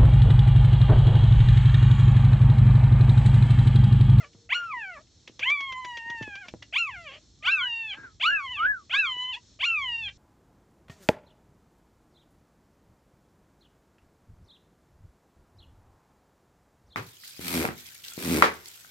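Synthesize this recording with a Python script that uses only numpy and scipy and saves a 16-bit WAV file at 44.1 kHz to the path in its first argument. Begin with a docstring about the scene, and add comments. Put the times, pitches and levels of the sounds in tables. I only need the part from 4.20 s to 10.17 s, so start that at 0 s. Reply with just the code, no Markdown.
"""A newborn puppy whimpers, then yelps close to the microphone in a walled corner of a yard: each yelp
a fast rise, a long falling cry and a hoarse end, made by its vocal folds and shaped by its mouth.
From about 3 s a second puppy, farther off to the left, whines thin arches. Early on something ticks
in a steady row; the hand-held microphone is bumped, and far traffic rumbles under an insect-like hiss."""
import sys
import numpy as np
from scipy import signal
from scipy.fft import rfft, irfft
from scipy.io import wavfile
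from scipy.ndimage import uniform_filter1d

SR = 44100
rng = np.random.default_rng(int(sys.argv[2]) if len(sys.argv) > 2 else 0)


def master_out(mix):
    """Clip the mix to full scale and print it as 16-bit PCM to the path in sys.argv[1]."""
    frames = np.transpose(np.atleast_2d(mix))
    ceiling = np.clip(frames, -1, 1)
    pcm = np.round(ceiling * 32767).astype(np.int16)
    wavfile.write(sys.argv[1], SR, pcm)


N = 263485
TIME = np.arange(N) / SR
CUTOFF_HZ = 15700


def amp(db):
    """Decibels to gain."""
    return 10 ** (np.asarray(db) / 20)


def rms_one(x):
    """Scale to rms 1."""
    return x / np.sqrt(np.mean(x ** 2) + 1e-20)


def at_hz(points, hz):
    """Read a spectrum on a log-frequency axis."""
    point_hz, values = np.transpose(points)
    return np.interp(np.log(hz), np.log(point_hz), values)


def filtered(x, kind, hz, order=2):
    """Butterworth filter."""
    return signal.sosfilt(signal.butter(order, hz, kind, fs=SR, output="sos"), x)


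def drift(rate_hz):
    """Smooth random wander, rms 1."""
    pole = np.exp(-2 * np.pi * rate_hz / SR)
    wander = signal.lfilter([1], [1, -2 * pole, pole * pole], rng.standard_normal(N + 20000))
    return rms_one(wander[20000:])


def coloured(spectrum):
    """Steady noise of the given colour, rms 1."""
    hz = np.maximum(np.fft.rfftfreq(N + 1, 1 / SR), 5)
    outside = (hz < spectrum[0][0]) | (hz > spectrum[-1][0])
    gain = amp(at_hz(spectrum, hz) - 33 * outside)
    return rms_one(irfft(rfft(rng.standard_normal(N + 1)) * gain, N + 1)[:N])


# Far traffic below, insect-like hiss above: (frequency [Hz], relative level [dB])
YARD_COLOUR = [(25, -36.5), (50, 0.5), (100, -0.5), (170, -11.5), (300, -13.5), (600, -25.5), (1200, -31),
               (2900, -31.5), (3300, -23), (4500, -18), (4750, -29.5), (4900, -49.5), (5080, -18),
               (7600, -26), (8600, -48), (15500, -69)]
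# Extra colour of the stereo side signal: (frequency [Hz], relative gain [dB])
SIDE_COLOUR = [(25, 0), (200, -2), (1400, 7), (3000, 2), (5000, 4), (15000, 7)]
# The rumble swells and sinks: (time [s], gain [dB])
RUMBLE_SWELL = [(0, -1), (.7, -5.5), (1.3, -3), (2, -1), (2.6, 0), (3.2, -3.5), (3.8, 0.5), (4.4, 1),
                (5, -6), (6, 1)]


def traffic_and_hiss(voices, level_db=-59.5, side_db=-12, gust_db=3.5, dip_per_db=0.26, quiet_db=-45):
    """Distant rumble comes in gusts; all above the bass dips under loud cries."""
    side_colour = [(hz, db + at_hz(SIDE_COLOUR, hz)) for hz, db in YARD_COLOUR]
    air = coloured(YARD_COLOUR) + amp(side_db) * coloured(side_colour) * [[1], [-1]]
    cry_db = 10 * np.log10(np.maximum(uniform_filter1d(voices ** 2, size=4000), 1e-9))
    hiss_db = 1.2 * drift(3) - dip_per_db * np.maximum(cry_db - quiet_db, 0)
    rumble_db = gust_db * drift(6) + np.interp(TIME, *np.transpose(RUMBLE_SWELL))
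    rumble = amp(rumble_db) * filtered(air, "low", 160)
    hiss = amp(hiss_db) * filtered(air, "high", 160)
    return amp(level_db) * (rumble - hiss)


# Faint tone in the centre: (time [s], pitch [Hz], level [dB])
HUM_FADE = [(0, 461, -63.5), (0.698, 477, -76.5), (1.199, 461, -93), (1.999, 480, -100)]


def hum(waver_db=3.0):
    """A wavering sine fades away over the first second."""
    times, hz, level_db = np.transpose(HUM_FADE)
    phase = 2 * np.pi * np.cumsum(np.interp(TIME, times, hz)) / SR
    return amp(np.interp(TIME, times, level_db) + waver_db * drift(15)) * np.sin(phase)


def walls(sound, side_db, level_db=-12, t60_s=0.089, gap_s=0.006):
    """Brickwork near the microphone returns short dense echoes: decaying noise after a first gap."""
    age = np.arange(round(0.3 * SR)) / SR
    mid, side = rng.standard_normal((2, len(age))) * amp(-60 * age / t60_s) * (age > gap_s)
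    # left and right differ least in the upper midrange
    side = 0.3 * side + 2.0 * filtered(side, "bandstop", [1900, 3700], 3) + 1.2 * filtered(side, "high", 5000)
    echoes = mid + amp(side_db) * side * [[1], [-1]]
    gain = amp(level_db) / np.sqrt(np.sum(mid ** 2))
    return gain * signal.fftconvolve(sound[None], echoes, axes=1)[:, :N]


# Ticks in the centre, most about an eighth of a second apart: (time [s], level [dB])
TICK_ROW = [(0.133, -49), (0.8724, -52.5), (1.0776, -27.5), (1.1953, -21), (1.3013, -20.5), (1.4073, -26),
            (1.5236, -25), (1.649, -24), (1.7728, -22.5), (1.9011, -25.5), (2.0268, -25.5), (2.1555, -27.5),
            (2.285, -25), (2.4253, -27)]
# Colour of a tick: (frequency [Hz], relative level [dB])
TICK_COLOUR = [(120, -48.5), (200, -9.5), (1130, -11), (1380, -14), (1850, -5), (2550, -4.5), (3290, -2.5),
               (4010, -13.5), (4900, -15.5), (5700, -12), (6800, -22), (8570, -44), (15000, -45)]


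def ticks(rise_s=0.0046, t60_s=0.039, lead_s=0.003, crest_db=6):
    """Each tick is a short dry burst of noise."""
    envelope = np.zeros(N)
    for time_s, level_db in TICK_ROW:
        age = np.maximum(TIME - time_s + lead_s, 0)
        envelope += amp(level_db - crest_db - 60 * age / t60_s) * np.minimum(age / rise_s, 1)
    return envelope * coloured(TICK_COLOUR)


# Handling of the microphone: (time [s], level [dB], time to fall 60 dB [s])
CASE_KNOCKS = [(0.148, -47.5, 0.19), (0.568, -49.5, 0.049), (1.097, -40.5, 0.031), (1.862, -47.5, 0.056),
               (1.898, -42.5, 0.088), (1.946, -45.5, 0.024), (2.011, -30.5, 0.13), (2.045, -51, 0.019),
               (2.078, -30.5, 0.02), (2.339, -18.5, 0.0043), (2.345, -36, 0.047), (3.785, -46, 0.12),
               (4.967, -41.5, 0.014)]


def microphone_bumps(fall_s=0.00383, drop_hz=400, end_hz=100, snap_db=-14):
    """A knock on the case: a tone that drops fast to the bass, with a dull snap on top."""
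    out, age = np.zeros(N), np.arange(round(0.12 * SR)) / SR
    snaps = rms_one(filtered(rng.standard_normal((len(CASE_KNOCKS), len(age))), "low", 900))
    hz = end_hz + drop_hz * np.exp(-age / fall_s)
    thud = np.sin(2 * np.pi * np.cumsum(hz) / SR)
    for (time_s, level_db, t60_s), snap in zip(CASE_KNOCKS, snaps):
        start, decay = round(time_s * SR), amp(-60 * age / t60_s)
        out[start:start + len(age)] += amp(level_db) * decay * (thud + amp(snap_db) * decay * snap)
    return out


def call(rows, fade_s=0.0017, glide_s=0.0093):
    """Sample slice, column curves (muscles round every corner) and soft on-off gate of one call."""
    times, *columns = np.transpose(rows)
    span = slice(max(round(times[0] * SR), 0), min(round(times[-1] * SR), N))
    t = TIME[span]
    gate = np.clip(np.minimum(t - times[0], times[-1] - t) / fade_s, 0, 1)
    curves = [np.interp(t, times, column) for column in columns]
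    return span, uniform_filter1d(curves, round(glide_s * SR), axis=1, mode="nearest"), gate


# Far puppy, per whine: (breath against tone [dB], rows of (time [s], pitch [Hz], level [dB]))
FAR_WHINES = [ (-28, [(3.2, 1166, -79.5), (3.25, 1240, -43), (3.29, 1510, -23), (3.32, 1636, -39),
              (3.416, 1397, -33), (3.45, 1540, -32), (3.49, 1800, -60.5), (3.52, 1780, -44)]),
              (-6, [(3.76, 1510, -50), (3.79, 1640, -46.5), (3.82, 1627, -53), (3.833, 1600, -45),
              (3.845, 1598, -46.5), (3.87, 1416, -52.5), (3.9, 1290, -62), (3.94, 1280, -78)]),
              (-27, [(4.025, 1045, -43), (4.057, 1257, -23.5), (4.119, 1678, -26.5), (4.149, 1705, -33.5),
              (4.193, 1524, -30.5), (4.223, 1335, -51), (4.25, 1180, -60)]), (-28, [(4.36, 1093, -48.5),
              (4.414, 1272, -23.5), (4.462, 1545, -20.5), (4.472, 1682, -25), (4.51, 1705, -26),
              (4.562, 1455, -38), (4.624, 1118, -63), (4.65, 1200, -83)]), (-26, [(4.715, 1274, -43.5),
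              (4.749, 1613, -26.5), (4.789, 1685, -26), (4.811, 1614, -32.5), (4.841, 1463, -33.5),
              (4.893, 1213, -40.5), (4.93, 1120, -72)]), ]
# Colour of its breath: (frequency [Hz], relative level [dB])
NOSE_BREATH = [(250, -1.5), (700, -17.5), (1500, -1), (2200, -13), (3500, -27), (8000, -41.5)]


def far_puppy(shimmer_db=2.0):
    """A nasal whine some way off, close to a sine, with some breath."""
    out, shimmer, air = np.zeros(N), drift(27), coloured(NOSE_BREATH)
    for breath_db, rows in FAR_WHINES:
        span, (hz, level_db), gate = call(rows, fade_s=0.017)
        phase = 2 * np.pi * np.cumsum(hz) / SR
        tone = np.sqrt(2) * amp(shimmer_db * shimmer[span]) * np.sin(phase)
        out[span] += gate * amp(level_db) * (tone + amp(breath_db) * air[span])
    return out


# The near voice cracks, mostly as a yelp ends:
# (centre time [s], length [s], flutter rate [Hz], depth [0-1], breath gain [dB])
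VOICE_CRACKS = [(0.063, 0.08, 322, 0.47, -23), (0.406, 0.1, 263, 0.14, 8.5), (0.79, 0.051, 270, 0.38, -10),
                (2.27, 0.038, 362, 0.92, 9), (2.942, 0.09, 160.1, 0.2, 22),
                (3.745, 0.029, 352.6, 0.66, 17.5), (4.117, 0.038, 308, 0, 16.5),
                (4.45, 0.079, 326.6, .55, 23.5), (5.153, 0.023, 246.2, 0.2, -1),
                (5.499, 0.036, 292, 0.15, 5), (5.893, 0.025, 350, 0.75, 15)]


def rasps(yelps, onset_s=0.064, onset_hz=312.3, onset_depth=0.16, uneven=0.25):
    """Gain that beats unevenly in each rasp and is 1 elsewhere, and the breath let through in dB."""
    uneven_time = np.cumsum(1 + uneven * drift(90)) / SR
    beats, leak_db = np.ones(N), np.zeros(N)
    # every call after the first also starts rough
    onsets = [(rows[0][0] + onset_s / 2, onset_s, onset_hz, onset_depth, 0) for rows in yelps[1:]]
    for centre_s, length_s, hz, depth, breath_db in VOICE_CRACKS + onsets:
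        window = np.exp(-(2 * (TIME - centre_s) / length_s) ** 4)
        beats += depth * window * np.sin(2 * np.pi * hz * uneven_time)
        leak_db += breath_db * window
    return beats, leak_db


# Colour of the near yelps as heard, with a narrow dip near 4.9 kHz: (frequency [Hz], gain [dB])
YELP_COLOUR = [(450, 11), (700, -6.5), (900, -11.5), (1050, 3.5), (1180, -1.5), (1290, -13.5), (1420, -7),
               (1600, -1.5), (1800, -12), (2000, -6.5), (2250, -1.9), (2480, -4.5), (2750, 1.5), (2950, -2),
               (3200, -2.5), (3500, -7), (3800, -11), (4300, -12), (4650, -4.5), (4900, -28.5),
               (5200, -19.5), (6000, -24), (7200, -21.5), (8000, -35), (8900, -58.5), (10500, -36.5),
               (12500, -58.5), (14500, -46)]
# Where the mouth opening acts: (frequency [Hz], share [ratio])
MOUTH_SHARE = [(450, -0.015), (1000, -0.078), (1400, -0.2), (2000, 0.16), (2400, 0.66), (2800, 0.81),
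               (3300, .99), (4000, 0.25), (5500, 0.093), (8000, 0.14)]
# Where brightness acts, treble against middle: (frequency [Hz], share [ratio])
BRIGHT_SHARE = [(450, 0.39), (1000, -0.074), (1400, -0.27), (2000, -0.63), (2400, -0.86), (2800, -0.071),
                (3300, -0.12), (4000, 1.0), (5500, 0.35), (8000, 0.22)]


def yelp_timbre(hz, mouth_db, bright_db):
    """Gain of a partial in dB: a steady colour, varied by mouth opening and brightness."""
    opening_db = mouth_db * at_hz(MOUTH_SHARE, hz)
    return at_hz(YELP_COLOUR, hz) + opening_db + bright_db * at_hz(BRIGHT_SHARE, hz)


# Near puppy, per yelp: rows of (time [s], pitch [Hz], effort [dB], mouth opening [dB], brightness [dB])
NEAR_YELPS = [
    [(0.0, 723, -48, -18, -12), (0.02, 670, -48, -20, -13), (0.048, 567, -55.5, -9.5, -17.5),
     (0.085, 595, -73.8, -10, 6.3)],
    [(0.291, 622, -49, -9, -19.5), (0.305, 778, -45, 7, -14), (0.323, 981, -36, 6.5, -33.5),
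     (0.335, 1142, -35.5, 12.5, -6.5), (0.347, 1410, -30, -4, 4), (0.36, 1451, -24, -4, -12),
     (0.39, 1424, -33, -7.5, -14), (0.42, 1397, -38, -21, -24), (0.458, 1383, -36.5, -31.5, -15.5),
     (0.512, 1252, -36, -25, -23.5), (0.525, 1147, -43, -6.5, -16.5), (0.54, 1032, -39, -28.5, -18.5),
     (0.598, 920, -37.5, -13.5, -22.5), (0.652, 781, -46, -12.5, -17.5), (0.7, 739, -43.5, -28, -14.2),
     (0.74, 671, -47, -11, -9), (0.778, 553.5, -54.5, -28, -20), (0.82, 668, -61.5, -22.2, 12)],
    [(1.2, 436, -62, 10, -10), (1.232, 778, -44, 13.5, -17.5), (1.264, 1002, -38.5, 4.5, -22.5),
     (1.285, 1056, -39.5, 14.5, -19), (1.308, 1151, -39.5, 3, -22.5), (1.335, 1183, -43, 16.5, -18),
     (1.37, 1131, -43.0, 2.5, -16), (1.48, 1073, -45.5, 7.9, -11), (1.552, 1014, -43, -7.5, -17.5),
     (1.598, 1032, -41.5, -18, -8.5), (1.708, 968, -40, -8, -8), (1.814, 911.5, -41, -15.5, -25.5),
     (1.926, 946, -39.5, -18.5, -27.5), (2.038, 876.4, -39.5, -15, -15.5), (2.1, 828, -46, -8.5, -9.5),
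     (2.162, 776.4, -50, -8.5, -17), (2.206, 829, -51.2, -9.5, -13.5), (2.248, 706, -49, -12.8, -10.4),
     (2.285, 732, -60.5, -21, 13)],
    [(2.525, 595, -49.5, -1.5, -12.5), (2.541, 783, -44, 13, -12.5), (2.555, 936, -38, 9, -9),
     (2.567, 1154, -38.5, 22.5, -13.5), (2.592, 1421, -31.5, 2.4, 7), (2.622, 1354, -30.5, 2, -17.5),
     (2.654, 1288, -39, -1, -18.5), (2.686, 1112, -39.5, -15, -14), (2.7, 1018, -42, -11, -17),
     (2.718, 900, -45, -2.5, -16.5), (2.772, 711, -46, -14, -12.5), (2.84, 662, -50.5, -13.5, -6),
     (2.87, 592.6, -52, 0.3, -15.5), (2.9, 525, -57, 8.5, -4.5), (2.99, 629.4, -64, -15.5, 7)],
    [(3.225, 578, -57.5, 4.5, -14), (3.259, 822, -37.5, 10, -2.5), (3.283, 1137, -32, 12, -2.5),
     (3.3, 1197, -36.5, 16.5, -9), (3.319, 1363, -34.5, 15, 10.5), (3.34, 1340, -32, 13.5, -19.5),
     (3.372, 1253, -39, 2.5, -7.5), (3.4, 1139, -42.5, 9, -17), (3.43, 1024, -44.5, 18, -4.5),
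     (3.47, 966, -43.5, 13.5, -10.5), (3.518, 926.7, -44, 11, -8), (3.62, 903.4, -45, 12, -15),
     (3.662, 882, -46.5, 7.5, -13.5), (3.7, 839, -48.5, 17.5, 1), (3.73, 754, -51, 17, -8),
     (3.78, 905, -47.5, -25, -2)],
    [(3.998, 596, -52, 2.5, -5), (4.014, 778, -43.5, 17.5, -10), (4.028, 956, -35.5, 10.5, 0.5),
     (4.042, 1161, -36.5, 19.5, -10.5), (4.056, 1278, -33, 15, 9.5), (4.07, 1478, -32.5, 10.5, -0.5),
     (4.1, 1418, -35, 6.5, -9), (4.132, 1384, -38, 3.5, -21), (4.168, 1304, -40, 5.5, -23.5),
     (4.216, 1123, -42, -22.5, -13.5), (4.25, 1094, -42.5, -1, -8), (4.29, 983, -46.5, 10.5, -15),
     (4.32, 1021, -44, 11.5, -12.8), (4.344, 930, -50.5, 14.5, -14.5), (4.37, 851, -48, 12.5, -13),
     (4.402, 718, -55.5, 20, -9.5), (4.458, 771, -61.5, 2.5, -4.5), (4.48, 760, -74, 2, 1.5)],
    [(4.695, 577, -53, -1, -11), (4.713, 790, -47.5, 16, -13), (4.727, 884, -40.5, 13.5, 3.5),
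     (4.741, 1065, -34.5, 12, -5.5), (4.77, 1252, -33.5, 14.5, 0.5), (4.8, 1339, -46.5, 38.5, 6.5),
     (4.842, 1241, -39.5, 9, -9.5), (4.88, 1055, -43, 15, -4.5), (4.91, 1029, -44.5, 16, -7.7),
     (4.94, 985, -44.5, 14, -8), (5.022, 1002, -41, 12.5, -5), (5.116, 1024, -47, 11, -10),
     (5.148, 814, -44.5, 16, 5.5), (5.178, 1004, -46.5, -17, -14), (5.19, 889, -68.3, 3, -4)],
    [(5.39, 558, -58.5, 1, -2), (5.408, 756, -47, 16, -11), (5.42, 909, -40.5, 15.5, -1.5),
     (5.432, 1055, -38, 11.5, -11), (5.445, 1175, -36, 20.5, -1.5), (5.46, 1432, -30, 3, 5),
     (5.495, 1357, -34.5, 5.5, -14.4), (5.534, 1335, -32, -3, -32.5), (5.565, 1232, -41, 8.5, -17.3),
     (5.598, 1153, -38.5, -7, -13.5), (5.64, 1057, -43, 7.5, -12.5), (5.694, 955, -43.5, 16, -15),
     (5.77, 916, -45, 9, -10.5), (5.804, 916, -43.5, 8, -11.5), (5.85, 842, -48.5, 20.5, 2.5),
     (5.89, 773, -54.5, 17.5, -8), (5.93, 847, -69, -2.5, -3.6)],
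]
# How piercing each yelp is: (gain above the fourth partial [dB])
YELP_PIERCE = [-1, -7.5, -3, -0.5, -3, -2.5, -2.5, -2.5]
# Breath in the open mouth: (frequency [Hz], relative level [dB])
MOUTH_BREATH = [(250, -29.5), (500, 2.5), (1200, -13), (2300, 4), (3200, 5.5), (4200, -31), (5000, -22.5),
                (7000, -28), (8600, -52), (15000, -54)]
# Bright hiss of a strained throat: (frequency [Hz], relative level [dB])
STRAIN_HISS = [(3500, -1), (4600, 2), (5000, -18), (6300, -3.5), (7800, -9), (8900, -44.5), (10500, -14.5),
               (12600, -36.5), (14500, -9), (15600, -21.5)]


def near_puppy(jitter=0.0034, rasp_jitter=0.11, breath_db=-64.5, breath_follows=0.21, strain_db=-31):
    """Close up, vocal folds give a stack of wavering partials; breath noise puffs once a cycle."""
    out, waver, air = np.zeros(N), drift(24), coloured(MOUTH_BREATH)
    shimmer = [drift(31) for _ in range(3)]
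    beats, leak_db = rasps(NEAR_YELPS)
    strain = coloured(STRAIN_HISS)
    waver = jitter * waver + rasp_jitter * (beats - 1) * drift(92)   # a rasp also shakes the pitch
    for rows, pierce_db in zip(NEAR_YELPS, YELP_PIERCE):
        span, (hz, effort_db, mouth_db, bright_db), gate = call(rows)
        phase = 2 * np.pi * np.cumsum(hz * (1 + waver[span])) / SR
        partials_db = [effort_db + yelp_timbre(k * hz, mouth_db, bright_db) for k in range(1, 17)]
        air_db = breath_db + breath_follows * (effort_db + 36) + leak_db[span]
        voice = amp(air_db) * air[span] * (1 + 0.15 * np.cos(phase))
        # the throat strains most as the pitch climbs
        climb = np.clip(np.gradient(np.log(hz)) * SR / 2.8, 0.071, 1)
        voice += amp(np.max(partials_db, axis=0) + strain_db) * climb * strain[span]
        for k, level_db in enumerate(partials_db, start=1):
            shimmer_db = 1.25 if k <= 4 else 3.5   # weak partials come and go
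            gain = amp(level_db + pierce_db * (k > 4) + shimmer_db * shimmer[k % 3][span])
            voice += np.sqrt(2) * gain * (k * hz < CUTOFF_HZ) * np.sin(k * phase + k * k)
        out[span] += gate * voice
    return out * beats


def scene(lag_samples=2):
    """The near puppy is straight ahead; the far one reaches the left channel first."""
    near, far = near_puppy(), far_puppy()
    knocks = ticks() + microphone_bumps()
    far_pair = np.array([amp(0.7) * np.roll(far, -lag_samples), amp(0.9) * np.roll(far, lag_samples)])
    echoes = walls(near + knocks, side_db=-10) + walls(far, side_db=0)
    return traffic_and_hiss(near + far) + hum() + echoes + knocks + far_pair + near


def record(dry):
    """A steep low-pass cuts the top of the treble."""
    return signal.sosfilt(signal.cheby2(12, 70, CUTOFF_HZ, fs=SR, output="sos"), dry)


dry = scene()
out = record(dry)
master_out(out)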